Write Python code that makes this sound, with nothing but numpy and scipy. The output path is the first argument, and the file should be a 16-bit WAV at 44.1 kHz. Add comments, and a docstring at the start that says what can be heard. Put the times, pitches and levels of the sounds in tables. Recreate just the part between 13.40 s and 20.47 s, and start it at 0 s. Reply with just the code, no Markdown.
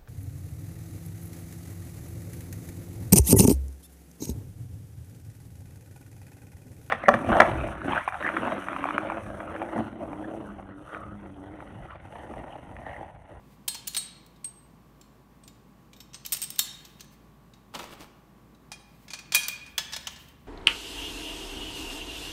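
"""In a workshop hall, gloved hands fit small steel parts together: tab, nut, washer and bracket, later a plate.
Each clink is a burst of chattering noise plus the ringing tones of the parts in the hands.
A plate bumps a cardboard-covered bench and scrapes along it; glove cloth rubs in soft, rough noise.
Behind this are a faint fan of steady tones, airy noise, a low tone that swells once, and the hall's echo."""
import sys
import numpy as np
from scipy import signal
from scipy.fft import rfft, irfft, next_fast_len
from scipy.io import wavfile
from scipy.ndimage import map_coordinates

SR = 44100
rng = np.random.default_rng(int(sys.argv[2]) if len(sys.argv) > 2 else 0)


def pcm_store(signal):
    """Save signal as 16-bit PCM."""
    levels = np.round(np.clip(np.atleast_2d(signal), -1, 1) * 32767)
    wavfile.write(sys.argv[1], SR, levels.astype(np.int16).T)


N = 311787  # length in samples, about 7 s


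def amp(db):
    """Turn a level in dB into a plain multiplier."""
    return 10 ** (np.asarray(db) / 20)


def unit(x):
    """Scale x to an average (rms) level of 1."""
    return x / np.sqrt(np.mean(x ** 2) + 1e-20)


def along(points, hz):
    """Read a curve of (pitch_hz, value) points, spaced as the ear hears pitch (log axis)."""
    point_hz, value = np.transpose(points)
    return np.interp(np.log(hz + 1), np.log(point_hz + 1), value)


def gain(rows):
    """Multiplier for every sample from (time_s, level_db) points, practically silent outside them."""
    time_s, level_db = np.transpose(rows)
    return amp(np.interp(np.arange(N) / SR, time_s, level_db, left=-200, right=-200))


def wobble(rate):
    """A smooth random curve through `rate` random points a second."""
    knots = rng.standard_normal(int(N * rate / SR) + 4)
    return map_coordinates(knots, [np.arange(N) * rate / SR])


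def filtered(x, response):
    """Multiply each frequency of x by response(hz)."""
    m = next_fast_len(N + SR // 2)  # spare room so that the end does not wrap to the start
    spectrum = rfft(x, m) * response(np.fft.rfftfreq(m, 1 / SR))
    return irfft(spectrum, m)[..., :N]


def hiss(spectrum, rough_db, rate):
    """Coloured noise of rms 1; its level flickers through `rate` random points a second."""
    flickering = amp(rough_db * wobble(rate)) * rng.standard_normal(N)
    return unit(filtered(flickering, lambda hz: amp(along(spectrum, hz))))


def band(x, lo_hz, hi_hz):
    """Keep only the sound between two frequencies."""
    edges_hz = [lo_hz, min(hi_hz, SR / 2.1)]
    sos = signal.butter(2, edges_hz, "band", fs=SR, output="sos")
    return signal.sosfilt(sos, x)


# How long steel rings in gloved fingers, before each part's own factor:
# pitch_hz [Hz], t60_s [s to fall by 60 dB]
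FINGER_DAMPING = [(1500, 0.15), (4000, 0.12), (8400, 0.14), (15000, 0.097)]


def ring(modes, t, t60=None, loose=1):
    """One blow on steel: fading tones, each with a slightly random strength and a random phase."""
    hz, level_db = np.transpose(modes)[..., None]
    luck = rng.standard_normal((2, len(modes), 1))
    start_db = level_db + 1.5 * luck[0]
    t60_s = t60 or loose * along(FINGER_DAMPING, hz)
    tones = amp(start_db - 60 * t / t60_s) * np.sin(2 * np.pi * hz * t + luck[1])
    return tones.sum(0)


# Steel contacts: start_s [s], level_db [dB], sharpness_db [dB, treble edge over level_db],
# spot_hz [Hz, short ring at the contact], part struck [name], ring_db [dB, its ring over level_db]
CONTACTS = [(.2787, -19.5, 1, 3156, "tab", -13.5), (.2816, -14, 2.5, 10750, "nut", -15),
            (.3446, -23.5, -12, 6040, "tab", -16.5), (.3512, -29.5, -18.5, 920, "tab", -34),
            (0.4711, -27.5, -21, 9400, "nut", -30), (0.475, -30, 18, 6630, "bracket", -17),
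            (0.4797, -24, 7, 7040, "tab", -20), (0.535, -32.5, -14.5, 8900, "tab", -24),
            (.547, -17.5, -7, 3860, "tab", -22), (0.566, -16.5, -12, 9100, "tab", -12),
            (0.5729, -20, 3.5, 4230, "nut", -5.5), (.863, -46, 1.5, 4150, "bracket", -34),
            (.961, -52, -11, 3740, "bracket", -25), (1.044, -31, -8, 8700, "nut", 3),
            (1.612, -40, -6, 7400, "tab", -24), (2.036, -46.5, -22, 8320, "nut", -6.5),
            (2.0771, -35, -5, 7130, "bracket", -25.5), (2.5311, -38.5, -17, 2380, "bracket", -29),
            (2.564, -48, -15.5, 3650, "bracket", -11.5), (2.603, -35, -19, 3740, "washer", -14.5),
            (2.733, -37, -18, 5930, "nut", -21.5), (2.743, -27.5, -22.5, 6130, "nut", -19.5),
            (2.85, -28.5, -14.5, 3050, "washer", -15), (2.862, -23, 6, 6140, "bracket", -26),
            (2.9213, -16, 1.5, 14170, "nut", -12), (2.926, -23.5, 16.5, 12500, "washer", -11.5),
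            (2.932, -15.5, 3, 8650, "tab", -34.5), (2.9371, -26, 13, 8850, "nut", -33),
            (2.945, -22, -13.5, 9130, "bracket", -34.5), (2.968, -25, -0.7, 12400, "bracket", -28.5),
            (3.017, -24, 7.5, 8460, "washer", -13), (3.025, -19.5, 0, 8700, "nut", -8.5),
            (3.036, -27.5, 2, 8650, "nut", -24.5), (3.041, -25.5, -0.5, 8100, "nut", -36.5),
            (3.1031, -26.5, 8, 11080, "washer", -20), (3.159, -34.5, -5, 14000, "bracket", -28),
            (3.184, -28, -9.5, 12490, "tab", -25), (3.191, -8.5, 6, 3745, "bracket", -16.5),
            (3.1929, -16, 0.5, 3140, "washer", -26.5), (3.449, -36.5, -23.5, 12500, "bracket", -18),
            (3.596, -40.5, -17, 2780, "tab", -32), (3.606, -28, -8, 6200, "tab", -37),
            (3.644, -48, 0.5, 1710, "tab", -28), (4.136, -44.5, -17, 3800, "bracket", -31),
            (5.147, -51.5, -12.5, 3900, "plate", -27), (5.317, -28, -20.5, 815, "plate", -10),
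            (5.6808, -37, -14, 2180, "joined", -14.5), (5.704, -32, -23, 6500, "plate", -11.5),
            (5.734, -22.5, -18, 4400, "plate", -15.5), (5.789, -29.5, -13, 2500, "plate", -19),
            (5.921, -18.5, -15, 3200, "plate", -12), (5.94, -19, -19.5, 3350, "plate", -20),
            (5.947, -7, 3.7, 3265, "plate", -9.5), (5.953, -9.5, 4.5, 8960, "plate", -29),
            (5.962, -16, -14, 2530, "plate", -35), (6.033, -37.5, -18, 2430, "plate", 7.5),
            (6.0829, -15.5, 2, 14800, "plate", -21), (6.262, -42.5, -32, 2540, "plate", -7.5),
            (6.3794, -10, -9, 3370, "joined", -20.5), (6.392, -28.5, -28.5, 2190, "joined", -33),
            (6.523, -26, -17, 5890, "joined", -36), (6.533, -22.5, -24, 5800, "joined", -12.5),
            (6.563, -19.5, -10.5, 3815, "plate", -25), (6.6701, -17.5, -13.5, 3070, "joined", -28),
            (6.76, -37, -29, 3960, "joined", -18.5), (6.885, -43.5, -1.5, 3140, "joined", -30.5)]
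# Ringing tones of each part: pitch_hz [Hz], level_db [dB, relative]
TAB_TONES = [(1696, -26), (3840, -11), (4275, 0), (6710, -16), (7130, -17), (7335, -15), (7900, -18),
             (10750, -8), (12570, -18), (14525, -16), (15330, -13)]
NUT_TONES = [(6565, -28), (8372, 0), (8465, -9), (8665, -14), (12200, -28)]
WASHER_TONES = [(3100, -10), (5412, 0), (7397, -6), (8005, -10), (11415, -8), (12300, -10), (14160, -4)]
BRACKET_TONES = [(1230, -23), (1697, -24), (2631, -20), (3200, -14), (3743, 0), (3778, -9), (4325, -7),
                 (5152, -11), (5485, -7), (6031, -20), (7325, -8), (8020, -10), (8850, -18), (11490, -14),
                 (12040, -15), (12340, -12), (12540, -12), (14200, -4), (15230, -13), (15460, -15)]
PLATE_TONES = [(1705, -13), (2412, -3), (2445, -3), (2815, -20), (3245, -11), (3850, -10), (4260, -12),
               (4620, -9), (5161, -11), (5850, -10), (6235, -11), (6679, -11), (7340, -12), (7900, -16),
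               (8665, -11), (9385, -11), (11020, -15), (13290, -20), (14890, -22)]
# Plate and bracket pressed together: pitch_hz [Hz], level_db [dB, relative]
JOINED_TONES = [(904, -15), (1725, -4), (2250, -9), (2630, -9), (2794, -10), (3370, -3), (3480, -8),
                (3623, -8), (3790, -8), (4261, -6), (5190, 0), (5885, -10), (6235, -11), (6623, -13),
                (7380, -13), (7900, -15), (11041, -20), (12560, -16)]
# How freely each part rings: part [name], factor on its ringing time [no unit]
LOOSENESS = {"tab": 1.55, "nut": 1.19, "washer": .9, "bracket": 1.21, "plate": 0.94, "joined": 0.88}
SWAP_S = 5.0  # from this second on, the hands hold the plate
NEIGHBOUR_DB = -34  # faint ring of the other held parts
SPOT_DB, SPOT_T60_S = -8, 0.03  # short ring at the point of contact
CHATTER_T60_S = 0.031  # fading time of the middle band at sharpness 0
SHARP_SHORTENS = 0.25  # dB of length lost per dB of sharpness
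SMALL_BODY_DB, PLATE_BODY_DB = -14, -7.5  # low clack at sharpness 0: small parts, plate
SHARP_THINS = 0.12  # dB of low clack lost per dB of sharpness


def clinks():
    """Contacts chatter briefly and set the held parts ringing; sharp ones are shorter and thinner."""
    t = np.arange(SR // 2) / SR
    parts = {"tab": TAB_TONES, "nut": NUT_TONES, "washer": WASHER_TONES,
             "bracket": BRACKET_TONES, "plate": PLATE_TONES, "joined": JOINED_TONES}
    steel = np.zeros(N + SR)
    cracks = np.zeros((3, N + SR))  # low, middle and treble noise
    for start_s, level_db, sharp_db, spot_hz, struck, ring_db in CONTACTS:
        start = round(start_s * SR)
        at = slice(start, start + len(t))
        small = start_s < SWAP_S
        held = ("tab", "nut", "washer", "bracket") if small else ("plate", "joined")

        tone = ring([(spot_hz, SPOT_DB)], t, t60=SPOT_T60_S)
        for part in held:
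            part_db = ring_db if part == struck else NEIGHBOUR_DB
            tone += amp(part_db) * ring(parts[part], t, loose=LOOSENESS[part])
        steel[at] += amp(level_db) * (1 - np.exp(-t / 0.0004)) * tone

        body_db = (SMALL_BODY_DB if small else PLATE_BODY_DB) - SHARP_THINS * sharp_db
        band_db = np.array([[body_db], [-2], [sharp_db]])
        band_length = np.array([[1.2], [1], [0.6]])  # treble dies first
        lasts_s = CHATTER_T60_S * amp(-SHARP_SHORTENS * sharp_db) * band_length
        chatter = (1 - np.exp(-t / 0.0012)) * amp(-60 * t / lasts_s)
        cracks[:, at] += amp(level_db + band_db) * chatter * rng.standard_normal((3, len(t)))
    body, middle, edge = cracks[:, :N]
    return steel[:N] + band(body, 634, 2400) + band(middle, 2400, 6780) + band(edge, 6300, 20000)


# Bumps on the bench, levels before filtering: start_s [s], thud_db [dB], snap_db [dB]
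BENCH_BUMPS = [(4.338, -19.5, -60), (4.346, -12, -38.5), (4.352, -15, -25), (4.362, -26.5, -45),
               (4.3916, -12.5, -26.5), (4.4274, -19, -48), (4.51, -36, -51), (4.525, -23, -30),
               (4.607, -36, -34), (4.62, -29, -33)]
# Resonances of the bench: pitch_hz [Hz], width_hz [Hz], level_db [dB, relative]
BENCH_TONES = [(164, 46, -8), (272, 45, 0), (533, 100, -9), (867, 130, -1.5), (1366, 255, -7.5),
               (2790, 1100, -11)]


def wood(hz):
    """The bench answers each blow most strongly at its own resonances."""
    total = 0
    for k, (pitch_hz, width_hz, level_db) in enumerate(BENCH_TONES):
        damping = 1j * hz * width_hz
        sign = (-1) ** k  # neighbouring resonances push opposite ways
        total = total + sign * amp(level_db) * damping / (pitch_hz ** 2 - hz ** 2 + damping)
    return total


def bumps():
    """The plate hits the bench: a noise thud shaped by the wood, plus a very short bright snap."""
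    t = np.arange(SR // 10) / SR
    blows, snaps = np.zeros(N), np.zeros(N)
    cushion = 1 - np.exp(-t / 0.0014)  # cardboard softens the blow
    for start_s, thud_db, snap_db in BENCH_BUMPS:
        at = slice(round(start_s * SR), round(start_s * SR) + len(t))
        blows[at] += amp(thud_db - 60 * t / 0.061) * cushion * rng.standard_normal(len(t))
        snaps[at] += amp(snap_db - 60 * t / 0.0034) * rng.standard_normal(len(t))
    return filtered(blows, wood) + band(snaps, 2330, 8500)


# Loudness of the plate scraping over cardboard: time_s [s], level_db [dB rms]
SCRAPE_LEVEL = [(4.33, -61), (4.345, -48), (4.42, -45), (4.5, -58), (4.53, -45.5), (4.57, -62), (4.61, -47),
                (4.65, -51), (4.68, -76)]
# Colour of the scrape: pitch_hz [Hz], level_db [dB per Hz, relative]
SCRAPE_COLOUR = [(150, -6), (400, -2), (1500, -12), (5000, -18.5), (9000, -22.5), (16000, -24.5)]


def scrape():
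    """The plate drags over cardboard in fine grains: noise with a very fast flicker."""
    return gain(SCRAPE_LEVEL) * hiss(SCRAPE_COLOUR, rough_db=4.5, rate=700)


# Glove rubs: middle_s [s], half_length_s [s], level_db [dB rms at the middle]
GLOVE_RUBS = [(0.11, 0.05, -66.5), (3.304, 0.27, -60.5), (3.732, 0.021, -59.5), (5.573, .09, -64),
              (6.6, 0.34, -59.5)]
# Colour of cloth on steel: pitch_hz [Hz], level_db [dB per Hz, relative]
CLOTH_COLOUR = [(500, -25.5), (2000, 5), (6000, -3.5), (15000, -2)]


def gloves():
    """Cloth rubs on steel in short rough grains; each rub swells and fades."""
    t = np.arange(N) / SR
    rubs = np.zeros(N)
    for middle_s, half_length_s, level_db in GLOVE_RUBS:
        rubs += amp(level_db) * np.exp(-((t - middle_s) / half_length_s) ** 2)
    return rubs * hiss(CLOTH_COLOUR, rough_db=3.5, rate=29)


# How long the hall rings: pitch_hz [Hz], t60_s [s to fall by 60 dB]
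HALL_RINGING = [(300, 1), (2000, 1), (6000, 0.54), (15000, 0.2)]


def hall(x):
    """Echoes die faster in the treble; every quarter second of sound has its own random tail."""
    step = SR // 4
    pieces = np.pad(x, (0, -N % step)).reshape(-1, step)
    noise = rng.standard_normal((len(pieces), SR))
    hz, t, z = signal.stft(noise, SR, nperseg=256)
    fading = amp(-60 * t / along(HALL_RINGING, hz)[:, None])
    tails = signal.istft(z * fading, SR, nperseg=256)[1]
    wet = signal.fftconvolve(pieces, tails / np.linalg.norm(tails[0]), axes=1)
    out = np.zeros(N + 2 * SR)
    for k, piece in enumerate(wet):
        start = k * step + 200  # the first walls answer after a few ms
        out[start:start + len(piece)] += piece
    return out[:N]


# Steady tones of the fan motor: pitch_hz [Hz], level_db [dB, middle of its small wobble]
FAN_TONES = [(55, -61), (120, -79), (200, -69), (241, -74), (360, -76.5), (816, -74.5), (871, -78.5),
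             (990, -74), (1046, -76.5), (1110, -71), (1166, -73)]


def fan():
    """The motor hums and whines: steady tones, slightly unsteady in level and phase."""
    t = np.arange(N) / SR
    tones = np.zeros(N)
    for pitch_hz, level_db in FAN_TONES:
        level = amp(level_db + 0.51 * wobble(7.3))
        tones += level * np.sin(2 * np.pi * pitch_hz * t + 0.69 * wobble(3.6))
    return tones


# Swell of a low tone: time_s [s], level_db [dB]
DRONE_SWELL = [(5.9, -80), (6.3, -59), (6.7, -56.5), (7.07, -62.5)]


def drone():
    """A low 75 Hz tone with a slightly wandering phase swells and fades."""
    t = np.arange(N) / SR
    return gain(DRONE_SWELL) * np.sin(2 * np.pi * 75 * t + 0.5 * wobble(5.1))


# Colour of the air noise in the hall: pitch_hz [Hz], level_db [dB per Hz, relative]
AIR_COLOUR = [(25, -32), (40, -12.5), (55, -8), (85, -12.5), (125, 0), (200, -2), (450, -13.5), (1120, -20),
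              (1650, -24), (4000, -33), (6000, -35.5), (9000, -37.5), (10500, -37), (12500, -35),
              (16500, -38.5)]
AIR_DB = -56.5  # rms level


def air():
    """Steady hall noise: mostly low, softly flickering hiss."""
    return amp(AIR_DB) * hiss(AIR_COLOUR, rough_db=0.5, rate=17)


def scene():
    """Hands and bench echo in the hall, over the fan, low tone and air noise."""
    near = clinks() + bumps() + scrape() + gloves()
    echo = amp(-10.0) * hall(near)
    return (near + echo + fan() + drone() + air())[None]


def record(dry):
    """Loud peaks are rounded, the sound dips near 10 kHz, and the treble steps down, then ends."""
    rounded = dry / (1 + np.abs(dry / 0.55) ** 4) ** (1 / 4)
    step_hz, end_hz = 15800, 17000

    def tone_colour(hz):
        dip = amp(-4 * np.exp(-((hz - 10300) / 600) ** 2))
        step = amp(-24 * np.clip((hz - step_hz) / 300 + 0.5, 0, 1))
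        return dip * step * (hz < end_hz)

    return filtered(rounded, tone_colour)


dry = scene()
out = record(dry)
pcm_store(out)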